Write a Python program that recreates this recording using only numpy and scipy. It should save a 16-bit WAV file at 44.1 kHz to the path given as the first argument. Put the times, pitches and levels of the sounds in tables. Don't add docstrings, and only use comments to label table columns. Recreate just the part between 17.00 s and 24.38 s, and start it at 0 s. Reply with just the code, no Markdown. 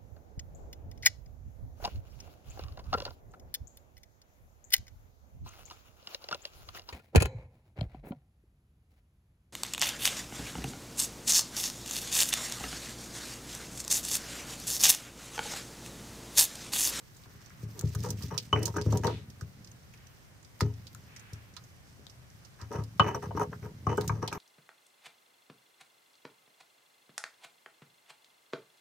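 import sys
import numpy as np
from scipy import signal
from scipy.io import wavfile

SR = 44100
rng = np.random.default_rng(int(sys.argv[2]) if len(sys.argv) > 2 else 0)


def generate_wav(sig):
    pcm = np.round(np.clip(np.atleast_2d(sig).T, -1, 1) * 32767).astype(np.int16)
    wavfile.write(sys.argv[1], SR, pcm)


def decibels_to_gain(level_db):
    exponent = np.asarray(level_db, float) / 20
    return 10 ** exponent


N = 325458

# f/Hz, density/dB per Hz
AIR_COLOUR = [(15, -45), (25, -21.5), (108, -2.5), (172, -13), (219, -18), (377, -21.5), (432, -21.5),
              (850, -25.5), (1680, -25), (3300, -33), (6160, -36.5), (11200, -38.5), (14700, -39),
              (16400, -61)]
AIR_DB = -56
# f/Hz, left-right likeness
AIR_LIKENESS = [(60, 0.56), (240, 0.29), (950, 0.072), (3770, -0.52), (15000, -0.15)]
# delay/s, level/dB
ECHOES = [(.0031, -11), (.0074, -8.5), (.013, -14.5), (.021, -14)]

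# t/s, table rumble level/dB, fizz level/dB
WORK = [(0.0, -73, -62), (0.57, -56.5, -60.5), (1.03, -42, -53.5), (1.44, -51.5, -59), (1.95, -35.5, -55.5),
        (2.2, -49.5, -65), (2.75, -60.5, -64.5), (3.53, -74, -65.5), (3.8, -54, -63), (4.07, -61, -64.5),
        (5.38, -74, -66.5), (6.19, -41.5, -63), (6.84, -51.5, -65), (7.05, -40, -56.5), (7.38, -47, -83)]
# f/Hz, density/dB per Hz
FIZZ_COLOUR = [(1060, -55), (1800, 6), (3340, 3.5), (6380, 9.5), (7460, 5.5), (9060, -26), (11500, -26),
               (14900, 6), (16400, -7.5)]

# t/s, length/s, level/dB, tightness (pitch ratio)
WIPES = [
    (0.149, 1, -64.5, 0.73),
    (2.05, 0.18, -50.5, 1.57),
    (2.918, 0.34, -66, 1.1),
    (4.047, 0.52, -58.5, 1.03),
]
# f/Hz, level/dB, t60/s
SKIN_MODES = [(1080, -9, 0.0043), (1700, 6, 0.0052), (2280, 14.5, 0.0025), (2550, -13, 0.019)]

# t/s, peak level/dB, f/Hz, t60/s
POPS = [(0.258, -47, 1100, 0.021), (0.504, -46, 1700, 0.086), (0.81, -42, 1450, 0.018),
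        (0.951, -34.5, 1300, 0.014), (1.089, -52, 920, 0.042), (2.411, -37.5, 1220, 0.016),
        (2.937, -49.5, 2460, 0.05), (3.607, -18.5, 1290, 0.013), (3.949, -44.5, 1310, 0.013),
        (4.162, -46, 2090, 0.03), (4.566, -47, 1270, 0.081), (5.066, -51, 1190, 0.014),
        (6.529, -34, 1180, 0.026)]
# t/s, peak level/dB, lowest f/Hz
SNAPS = [(0.7933, -22, 3000), (0.9337, -35, 3000), (0.949, -21, 3000), (1.004, -35, 3000),
         (1.036, -26.5, 3000), (1.0869, -41, 3000), (1.1047, -29, 3000), (1.2091, -33, 3000),
         (1.3785, -26, 3500), (1.6256, -32, 3000), (1.655, -16, 3000), (1.9723, -22, 3000),
         (2.4098, -44, 3000), (3.5917, -39, 3000), (3.6063, -23, 3000), (3.93, -37, 3000),
         (3.948, -36, 3000), (4.5644, -56, 3000), (5.0668, -56, 3000), (5.1117, -54, 3000),
         (5.9776, -47, 2980), (6.973, -32, 3030), (7.012, -35, 3000), (7.077, -21, 1500),
         (7.277, -27, 1300), (7.3267, -34, 1500)]
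SNAP_DB, SNAP_T60_S = -6.5, 0.017

# t/s, peak level/dB, pocket f/Hz, pan/dB
SMACKS = [(0.236, -41.5, 4120, -7), (0.792, -24, 6460, -4), (0.811, -26.5, 7540, 11),
          (0.889, -40, 7290, -8), (1.004, -37.5, 5400, -5.5), (1.037, -37, 6800, 13),
          (1.057, -38, 6300, -12), (1.0876, -35.5, 5770, -13), (1.1043, -19.5, 6100, -6),
          (1.3778, -18, 4930, -7.5), (1.6555, -19.5, 6340, -10.5), (1.7674, -28, 6350, -2),
          (1.8133, -29.5, 5170, -10.5), (1.923, -30.5, 6200, -11), (1.973, -24.5, 6640, -2),
          (2.0522, -37, 5800, 1), (2.069, -24, 4560, -8), (2.41, -36.5, 5900, -10.5),
          (3.601, -39, 5000, -5), (3.608, -22, 4940, -8), (3.869, -36.5, 4750, -7), (3.948, -35, 7300, 14),
          (4.5656, -34, 4660, -10.5), (5.0675, -40, 3980, 15.5), (5.6128, -39, 5340, -9),
          (5.996, -21.5, 3330, 15), (6.9733, -30, 8200, -2.5), (7.078, -19, 6200, -6.5),
          (7.277, -23, 4230, -4), (7.328, -28, 6050, -7.5)]
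SMACK_MIST_DB, MIST_PER_OCTAVE_DB = -8, 10
SMACK_T60_S, T60_PER_PAN_DB = 0.03, -0.0015
SKIN_CRACK = 4.2
# t/s, peak level/dB, pocket f/Hz
SQUIRTS = [(0.147, -50, 5200), (0.4965, -49, 5760), (0.9506, -32.5, 6100), (1.2229, -35, 4800),
           (1.232, -35, 5200), (1.5898, -40.5, 6200), (1.6288, -27.5, 5800), (1.679, -34.5, 5400),
           (2.301, -44, 5330), (2.9372, -48, 6470), (4.332, -39, 5800), (5.7254, -44, 5870),
           (5.837, -42.5, 5300), (7.01, -31, 4120)]
SQUIRT_MIST_DB, SQUIRT_T60_S, SQUIRT_PAN_DB = -4, 0.039, -8
# t/s, peak level/dB, pocket f/Hz
TICKS = [(0.166, -42, 6930), (0.4594, -42.5, 6200), (0.876, -45, 6270), (1.282, -43, 5730),
         (2.6448, -38.5, 5700), (2.6724, -42, 5450), (2.715, -44, 6400), (2.9741, -50, 5440),
         (3.069, -47, 6050), (3.4275, -48, 7120), (3.447, -43.5, 5400), (3.739, -48.5, 5440),
         (4.163, -39, 5850), (4.1949, -42.5, 6300), (4.5382, -45.5, 5800), (4.639, -46, 6450),
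         (5.0967, -43, 5500), (5.3007, -44, 5940), (5.448, -42, 5500), (5.9778, -52, 5920),
         (6.228, -49, 5740)]
TICK_MIST_DB, TICK_T60_S, TICK_PAN_DB = -23, 0.04, -8

# f/Hz, level/dB, t60/s, pan/dB
BOWL_MODES = [(326, 2.5, 0.072, 17), (364, -0.5, 0.093, -42), (417.6, 2.5, 0.29, 4), (488.5, -6, 0.24, -9),
              (564, -2.5, 0.077, -19), (663, -5.5, 0.1, 16), (756, -6, 0.15, -11), (827, -3.5, 0.057, -17),
              (908, 5, 0.12, 4.5), (992, 2.5, 0.041, -2), (1123, 8.5, 0.032, 10), (1307, 3, 0.024, 10),
              (1482, 0.5, 0.016, 2.5), (1560, -0.5, 0.029, -6.5), (2000, -5.5, 0.0047, 5),
              (2380, -14, 0.028, 9)]
BOWL_RING = 0.49
HARD_LOW_LOSS = 0.34
# f/Hz, level/dB, t60/s, pan/dB
PESTLE_MODES = [(2973, -2.5, 0.062, -5), (3048, -4, 0.074, -4), (2667, -7, 0.014, 2), (2300, -8, 0.021, 3),
                (1960, -7, 0.015, 4.5)]
# f/Hz, level/dB, t60/s, pan/dB
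PESTLE_OVERTONES = [(5800, 2, 0.029, -23.5), (6340, 4, 0.023, -15), (7010, -8, .025, -8),
                    (8330, -8, 0.035, 8), (10400, -13, 0.025, 1), (13070, -3, 0.014, -7),
                    (13700, -6, 0.023, -13)]

# t/s, peak level/dB, hardness/dB per octave
CATCHES = [(1.037, -41, 8), (1.209, -42, -6), (1.306, -37, 4), (1.319, -28, 2), (1.561, -17.5, 11),
           (1.619, -38, 6), (1.678, -31, 4), (1.741, -32, 6), (1.765, -21, 5), (1.782, -21.5, 8),
           (1.861, -33, 0), (2.035, -25, -3), (2.047, -30, 7), (2.077, -21, 6), (5.6, -49, -4),
           (5.708, -30, -7), (5.722, -32, -1), (5.75, -29, 0), (5.786, -44, -2), (6.013, -13.5, 1),
           (6.043, -18.5, 12), (6.084, -18.5, 3), (6.151, -35, 8), (6.229, -29, 4), (6.241, -38, 4),
           (6.35, -26, 2), (6.398, -17, 3), (6.413, -14.5, 2), (6.628, -38, 17), (6.655, -35, 7),
           (6.9, -27, 11), (6.916, -28, 2), (7.238, -27, 4), (7.279, -27, 8), (7.326, -21, 18),
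           (7.373, -29, 4)]
CATCH_DB, CATCH_RING, CATCH_OVERTONES_DB = -4, 0.34, -35

# t/s, length/s, bowl level/dB, hardness/dB per octave, loose grip (pestle over bowl)/dB
STROKES = [(0.741, 0.16, -52.5, -5, -30), (0.934, 0.036, -48.5, -10, -30), (1.028, 0.086, -39.5, -1.5, -27),
           (1.2, 0.065, -57.5, 12.5, -13), (1.301, 0.084, -42.5, 1, -17), (1.539, 0.12, -33, -8.5, -12),
           (1.662, 0.048, -41.5, -3.5, -23), (1.74, 0.085, -33.5, -4, -22),
           (1.853, 0.062, -38.5, -11.5, -31), (1.913, 0.084, -34.5, -11, -22.5),
           (2.031, 0.085, -28.5, -4.5, -17.5), (2.116, 0.12, -52, -7.5, -8), (3.612, 0.1, -44.5, -7.5, -19),
           (5.586, 0.066, -53.5, 9, -11), (5.705, 0.12, -39.5, -1, -19), (6.011, 0.15, -35.5, -2, -8),
           (6.07, 0.027, -39, 9, -15), (6.143, 0.022, -32.5, -2, -23), (6.219, 0.046, -41, 2.5, -17),
           (6.349, 0.02, -45, -2, -25), (6.364, 0.026, -34, -4.5, -20), (6.389, 0.06, -33, -1, -21.5),
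           (6.511, 0.033, -46, -10, -28), (6.62, 0.082, -45.5, -3.5, -23), (6.883, 0.072, -32.5, -3, -15),
           (6.973, 0.086, -43.5, -0.5, -28), (7.1, 0.096, -46.5, -3.5, -25), (7.215, 0.063, -36.5, 0, -23),
           (7.305, 0.056, -44, 3.5, -19), (7.343, 0.035, -40, 1.5, -21)]
PESTLE_EDGE_HZ = 3480
OVERTONES_DB, OVERTONES_PER_HARDNESS = -14, 0.53
COARSE_DB, COARSE_PER_HARDNESS = -14.5, 0.77
HARD_BLOW_DB, SKID_WITHIN_S, SKID_OVERTONES_DB = -17, 0.03, -5.5

# t/s, peak level/dB, pestle level/dB, pestle overtone level/dB, hardness/dB per octave
KNOCKS = [(1.528, -11.5, -16.5, -31.5, 4), (1.925, -24.5, -64, -49, -3), (5.996, -3, -24, -32, 10.5),
          (6.002, -40, -16.5, -61, -14), (6.146, -23, -59, -30.5, 4), (6.308, -29, -55, -69, 4),
          (6.373, -21, -65.5, -48, 4), (6.868, -14.5, -46, -38.5, 6.5), (6.978, -16.5, -44, -40, 5),
          (7.095, -17.5, -59, -55, 9), (7.226, -24.5, -67, -45, -3)]

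# t/s, peak level/dB, pitch f/Hz, rocking level/dB, share of the table's free decay
THUDS = [(0.266, -45, 97, -4.5, 0.55), (0.35, -44, 121, -7, 0.44), (0.631, -27.5, 130, -10, 0.66),
         (0.836, -15.5, 127, -13, 0.54), (0.955, -22.5, 110, -17, 0.73), (1.035, -32, 95, -11, 1),
         (1.09, -28, 159, -9, .3), (1.128, -29.5, 90, -20, 0.62), (1.236, -24.5, 130, -12, 0.35),
         (1.323, -29, 144, -11, 0.79), (1.529, -17.5, 110, -3, 0.96), (1.61, -30, 110, 1, 0.36),
         (1.772, -27.5, 115, -8, 0.94), (1.863, -15.5, 113, -7, 0.61), (1.929, -21.5, 110, 0.5, 0.49),
         (1.999, -32, 100, -17, 0.61), (2.047, -22, 130, -4.5, 0.64), (2.129, -30.5, 160, 1, .9),
         (2.419, -26.5, 102, -15.5, 0.36), (3.618, -14.5, 114, -5.5, 0.68), (3.937, -39, 105, -27, 0.47),
         (4.327, -31, 105, -13.5, 0.43), (4.994, -50, 150, 4, .3), (5.343, -44.5, 119, -30, 0.34),
         (5.62, -32, 86, -10, 0.56), (5.75, -28, 131, -4, .5), (5.784, -22, 126, -12.5, .6),
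         (5.814, -29.5, 116, -15, 0.72), (6.002, -14.5, 178, -29, 0.29), (6.059, -24, 171, -4, 0.43),
         (6.145, -25, 150, -8, .4), (6.29, -30.5, 110, -6, 0.62), (6.35, -25.5, 105, -3, 0.43),
         (6.622, -30, 99, -20, 0.44), (6.868, -18, 121, -6, 0.57), (6.981, -26.5, 123, -2, 0.81),
         (7.098, -18, 113, -13, 0.72), (7.229, -38, 120, 3, .8), (7.329, -34, 120, -0.5, 0.75)]
# f/Hz, level/dB, t60/s
TABLE_MODES = [(86, 5.5, 0.74), (110, 14.5, 0.51), (144.6, 15, 0.27), (176, 10, 0.25)]
# f/Hz, level/dB, t60/s
FEET_MODES = [(215, -9.5, 0.4), (267.1, -6.5, 0.37), (309, -10, 0.19), (359, 1, 0.1), (412.6, 0, 0.22),
              (486, 5.5, 0.05), (596, -7, 0.17)]


def rms_one(x):
    return x / np.sqrt(np.mean(x ** 2) + 1e-20)


def peak_one(x):
    return x / np.abs(x).max()


def clock(seconds):
    return np.arange(round(seconds * SR)) / SR


def in_time(rows):
    s, *columns = np.transpose(rows)
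    return [np.interp(np.arange(N) / SR, s, c) for c in columns]


def at_hz(points, hz):
    points = np.array(points)
    return np.interp(np.log(hz), np.log(points[:, 0]), points[:, 1])


def sides(pan_db):
    return decibels_to_gain(np.array([[pan_db], [-pan_db]]) / 2)


def dull(x, cut_hz):
    return signal.sosfilt(signal.butter(2, cut_hz, fs=SR, output="sos"), x)


def cut_lows(x, cut_hz):
    return signal.sosfilt(signal.butter(4, cut_hz, "high", fs=SR, output="sos"), x)


def drift(rate):
    r = np.exp(-80 * np.pi * rate / SR)
    slow = signal.lfilter([1], [1, -2 * r, r * r], rng.standard_normal(N // 40 + 2002))[2000:]
    return np.interp(np.arange(N) / 40, np.arange(len(slow)), rms_one(slow))


def ring(force, hz, t60):
    r, w = decibels_to_gain(-60 / (t60 * SR)), 2 * np.pi * hz / SR
    return signal.lfilter([0, np.sin(w)], [1, -2 * r * np.cos(w), r * r], force + 1e-18)


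def ring_all(modes, force, pitch=1, lasting=1):
    return sum(decibels_to_gain(db) * ring(force, hz * pitch, t60 * lasting) for hz, db, t60 in modes)


def add(out, s, piece):
    i = round(s * SR)
    out[:, i:i + piece.shape[1]] += piece[:, :N - i]


def grit(shape, density, spread_db):
    sizes = decibels_to_gain(spread_db * np.minimum(rng.exponential(1, shape), 4))
    sizes = sizes * rng.choice([-1, 1], shape)
    return rms_one(sizes * (rng.random(shape) < density / SR))


def hump(t, length):
    x = np.clip(t / length, 0, 1.25) / 1.25
    return np.sin(np.pi * x ** .5) ** 1.5


def banded(spectrum, white, likeness, patchy_db):
    out, edges = 0, 25 * 2 ** np.arange(0, 9.6, .5)
    for k, (low, high) in enumerate(zip(edges, edges[1:])):
        hz = np.sqrt(low * high)
        if hz > spectrum[0][0]:
            band = signal.butter(2, [low, high], "band", fs=SR, output="sos")
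            mid, side = signal.sosfilt(band, white[k % 2])
            alike = at_hz(likeness, hz)
            gain = decibels_to_gain(at_hz(spectrum, hz) + patchy_db * drift(5.7))
            out = out + gain * (np.sqrt(1 + alike) * mid + np.sqrt(1 - alike) * side * [[1], [-1]])
    return rms_one(out)


def struck(modes, force, shares_db, lasting):
    shares_db = shares_db + np.zeros(len(BOWL_MODES))
    out = 0
    for k, (hz, db, t60, pan) in enumerate(modes):
        tone = decibels_to_gain(db + shares_db[k]) * ring(force, hz, t60 * lasting)
        out = out + (-1) ** k * tone * sides(pan * min(hz / 2000, 1))
    return out


def tilted(tilt_db):
    octaves = np.log2(np.array(BOWL_MODES)[:, 0] / 700)
    return tilt_db * octaves + HARD_LOW_LOSS * max(tilt_db + 2.0, 0) * np.minimum(octaves, 0)


def open_air():
    return decibels_to_gain(AIR_DB) * banded(AIR_COLOUR, rng.standard_normal((2, 2, N)), AIR_LIKENESS, patchy_db=.6)


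def surroundings(x):
    out, soft = x.copy(), dull(cut_lows(x, 456), 3640)
    for s, db in ECHOES:
        for ear, stretch in enumerate((1, 1.3)):
            lag = round(s * stretch * SR)
            out[ear, lag:] += decibels_to_gain(db) * soft[1 - ear, :-lag]
    return out


def rumble(level_db):
    shake = grit(N, density=150, spread_db=2.0)
    return decibels_to_gain(level_db + 3.5) * rms_one(ring_all(TABLE_MODES, shake, lasting=0.22))


def fizz(level_db):
    crackle = grit((2, 2, N), density=2500, spread_db=2.0)
    wet = banded(FIZZ_COLOUR, crackle, [(2000, .6), (14000, .3)], patchy_db=1.4)
    spurt_db = np.clip(.6 * (level_db + 64), .8, 6) * (drift(25) - .3)
    return decibels_to_gain(level_db - 2.0) * wet * sides(-4) * decibels_to_gain(spurt_db)


def wipes():
    out, t = np.zeros((2, N)), clock(.7)
    grains = grit((len(WIPES), 2, len(t)), density=5200, spread_db=3.5)
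    for (s, length, level_db, tightness), grain in zip(WIPES, grains):
        rub = ring_all(SKIN_MODES, grain, pitch=tightness)
        add(out, s, decibels_to_gain(level_db) * rms_one(cut_lows(rub, 750)) * hump(t, length))
    return out


def pops():
    out, t = np.zeros((2, N)), clock(.1)
    for (s, peak_db, hz, t60), noise in zip(POPS, rng.standard_normal((len(POPS), len(t)))):
        burst = noise * decibels_to_gain(-60 * t / t60) + 6.7 * (t == 0)
        wave = ring(burst, hz, 0.0041) + 0.34 * ring(burst, 0.77 * hz, 0.005)
        wave += .12 * ring(burst, 1.8 * hz, 0.0013)
        hollow = dull(dull(cut_lows(wave, 0.9 * hz), 1.6 * hz), 1.6 * hz)
        add(out, s, decibels_to_gain(peak_db) * peak_one(hollow) * sides(1.9))
    return out


def snaps():
    out, t = np.zeros((2, N)), clock(.03)
    for (s, peak_db, low_hz), noise in zip(SNAPS, rng.standard_normal((len(SNAPS), 2, len(t)))):
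        click = (noise + 0.62 * noise[0]) * decibels_to_gain(-60 * t / SNAP_T60_S)
        add(out, s, decibels_to_gain(peak_db + SNAP_DB) * peak_one(cut_lows(click, low_hz)) * sides(-2.5))
    return out


def pockets():
    rows = []
    for s, db, hz, pan in SMACKS:
        mist_db = SMACK_MIST_DB + MIST_PER_OCTAVE_DB * np.log2(hz / 6000)
        rows.append((s, db, hz, mist_db, SMACK_T60_S + T60_PER_PAN_DB * pan, pan))
    rows += [(*row, SQUIRT_MIST_DB, SQUIRT_T60_S, SQUIRT_PAN_DB) for row in SQUIRTS]
    return rows + [(*row, TICK_MIST_DB, TICK_T60_S, TICK_PAN_DB) for row in TICKS]


def smacks():
    out, t = np.zeros((2, N)), clock(.1)
    bursts = pockets()
    sprays = grit((len(bursts), 2, len(t)), density=6000, spread_db=4.0)
    for (s, peak_db, hz, mist_db, t60, pan_db), noise in zip(bursts, sprays):
        fade = decibels_to_gain(-60 * t / t60) + 0.047 * decibels_to_gain(-60 * t / 0.24)
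        spray = (0.069 * noise[0] + 2.7 * noise) * fade * np.minimum(t / 0.00014, 1)
        spray += SKIN_CRACK * (t == 0)
        cavity = ring(spray, hz, 0.0024) + 0.3 * ring(spray, 1.205 * hz, 0.002)
        cavity += 0.08 * ring(spray, 0.77 * hz, 0.00073)
        mist = peak_one(cut_lows(spray, 7000) + 0.099 * ring(spray, 11700, 0.00204))
        mist = decibels_to_gain(mist_db + 9.0) * mist * sides(-.6 * pan_db)
        add(out, s, decibels_to_gain(peak_db) * (peak_one(cut_lows(cavity, 0.52 * hz)) + mist) * sides(pan_db))
    return out


def catches():
    out, t = np.zeros((2, N)), clock(.08)
    chance = rng.normal(0, 2.5, (len(CATCHES), len(BOWL_MODES)))
    rough = rng.standard_normal((len(CATCHES), len(t)))
    for (s, peak_db, tilt_db), luck, noise in zip(CATCHES, chance, rough):
        contact = (t == 0) + 0.44 * noise * decibels_to_gain(-60 * t / 0.0066)
        soft = dull(dull(contact, 1700), 3000)
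        bowl = peak_one(struck(BOWL_MODES, soft, luck + tilted(tilt_db), CATCH_RING))
        top = peak_one(struck(PESTLE_OVERTONES, contact, 0, 0.7))
        top = decibels_to_gain(CATCH_OVERTONES_DB + 0.7 * tilt_db) * top
        add(out, s, decibels_to_gain(peak_db + CATCH_DB) * (bowl + top))
    return out


def skidding(s):
    return any(0 < s - blow[0] < SKID_WITHIN_S and blow[1] > HARD_BLOW_DB for blow in KNOCKS)


def grinding():
    out, t = np.zeros((2, N)), clock(.24)
    edge = signal.cheby2(8, 40, PESTLE_EDGE_HZ, fs=SR, output="sos")
    grains = grit((len(STROKES), len(t)), density=900, spread_db=4.5)
    chance = rng.normal(0, 1.5, (len(STROKES), len(BOWL_MODES)))
    for (s, length, bowl_db, tilt_db, loose_db), grain, luck in zip(STROKES, grains, chance):
        top_db = bowl_db + OVERTONES_DB + OVERTONES_PER_HARDNESS * tilt_db
        top_db += SKID_OVERTONES_DB * skidding(s)
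        coarse_db = bowl_db + COARSE_DB + COARSE_PER_HARDNESS * tilt_db
        force = grain * hump(t, length)
        bowl = struck(BOWL_MODES, dull(dull(force, 2100), 2300), luck + tilted(tilt_db), 0.61)
        pestle = struck(PESTLE_MODES, force, 0, 0.69) + 0.15 * cut_lows(force, 1700)
        top = struck(PESTLE_OVERTONES, force, 3.1 * luck, 0.85)
        fine = dull(cut_lows(force, 3100), 5800)
        coarse = dull(dull(dull(cut_lows(force, 980), 1780), 2000), 2200)
        wave = decibels_to_gain(bowl_db - 2.0) * rms_one(bowl)
        wave += decibels_to_gain(bowl_db + loose_db - 7.0) * rms_one(signal.sosfilt(edge, pestle))
        wave += decibels_to_gain(top_db - 5.0) * rms_one(top)
        wave += decibels_to_gain(top_db - 17.0) * rms_one(fine) * sides(-13.0)
        wave += decibels_to_gain(coarse_db) * rms_one(coarse) * sides(-1.1)
        add(out, s, wave / np.sqrt(t[-1] / length))
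    return out


def knocks():
    out, t = np.zeros((2, N)), clock(.25)
    chance = rng.normal(0, 1.5, (len(KNOCKS), len(BOWL_MODES)))
    rough = rng.standard_normal((len(KNOCKS), len(t)))
    for (s, peak_db, pestle_db, top_db, tilt_db), luck, noise in zip(KNOCKS, chance, rough):
        contact = (t == 0) + 0.24 * noise * decibels_to_gain(-60 * t / 0.015)
        soft = dull(dull(contact, 1320), 3400)
        wave = decibels_to_gain(peak_db) * peak_one(struck(BOWL_MODES, soft, luck + tilted(tilt_db), BOWL_RING))
        wave += decibels_to_gain(pestle_db) * peak_one(struck(PESTLE_MODES, contact, 0, 0.74))
        wave += decibels_to_gain(top_db) * peak_one(struck(PESTLE_OVERTONES, contact, 0, 1.0))
        add(out, s, wave)
    return out


def thuds():
    out, t = np.zeros((2, N)), clock(.4)
    jolt = np.sin(np.pi * t / .0018) * (t < .0018)
    feet = peak_one(ring_all(FEET_MODES, jolt, lasting=0.91))
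    for s, peak_db, pitch_hz, rock_db, lasting in THUDS:
        push = np.sin(2 * np.pi * pitch_hz * t) * (t < 1 / pitch_hz)
        table = peak_one(ring_all(TABLE_MODES, push, lasting=lasting))
        add(out, s, decibels_to_gain(peak_db) * (table + decibels_to_gain(rock_db + 1.5) * feet) * sides(2.55))
    return out


def scene():
    rumble_db, fizz_db = in_time(WORK)
    air = open_air()
    wet = fizz(fizz_db) + wipes()
    near = pops() + snaps() + smacks() + catches() + grinding() + knocks()
    table = cut_lows(thuds() + rumble(rumble_db), 79.8)
    return cut_lows(surroundings(near), 155.0) + table + wet + air


def low_pass(x):
    return signal.sosfilt(signal.butter(12, 15900, fs=SR, output="sos"), x)


def record(dry):
    rounded = .55 * np.tanh(dry / .55)
    treble_cut = signal.cheby2(8, 40, 16400, fs=SR, output="sos")
    return low_pass(signal.sosfilt(treble_cut, rounded))


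dry = scene()
out = record(dry)
generate_wav(out)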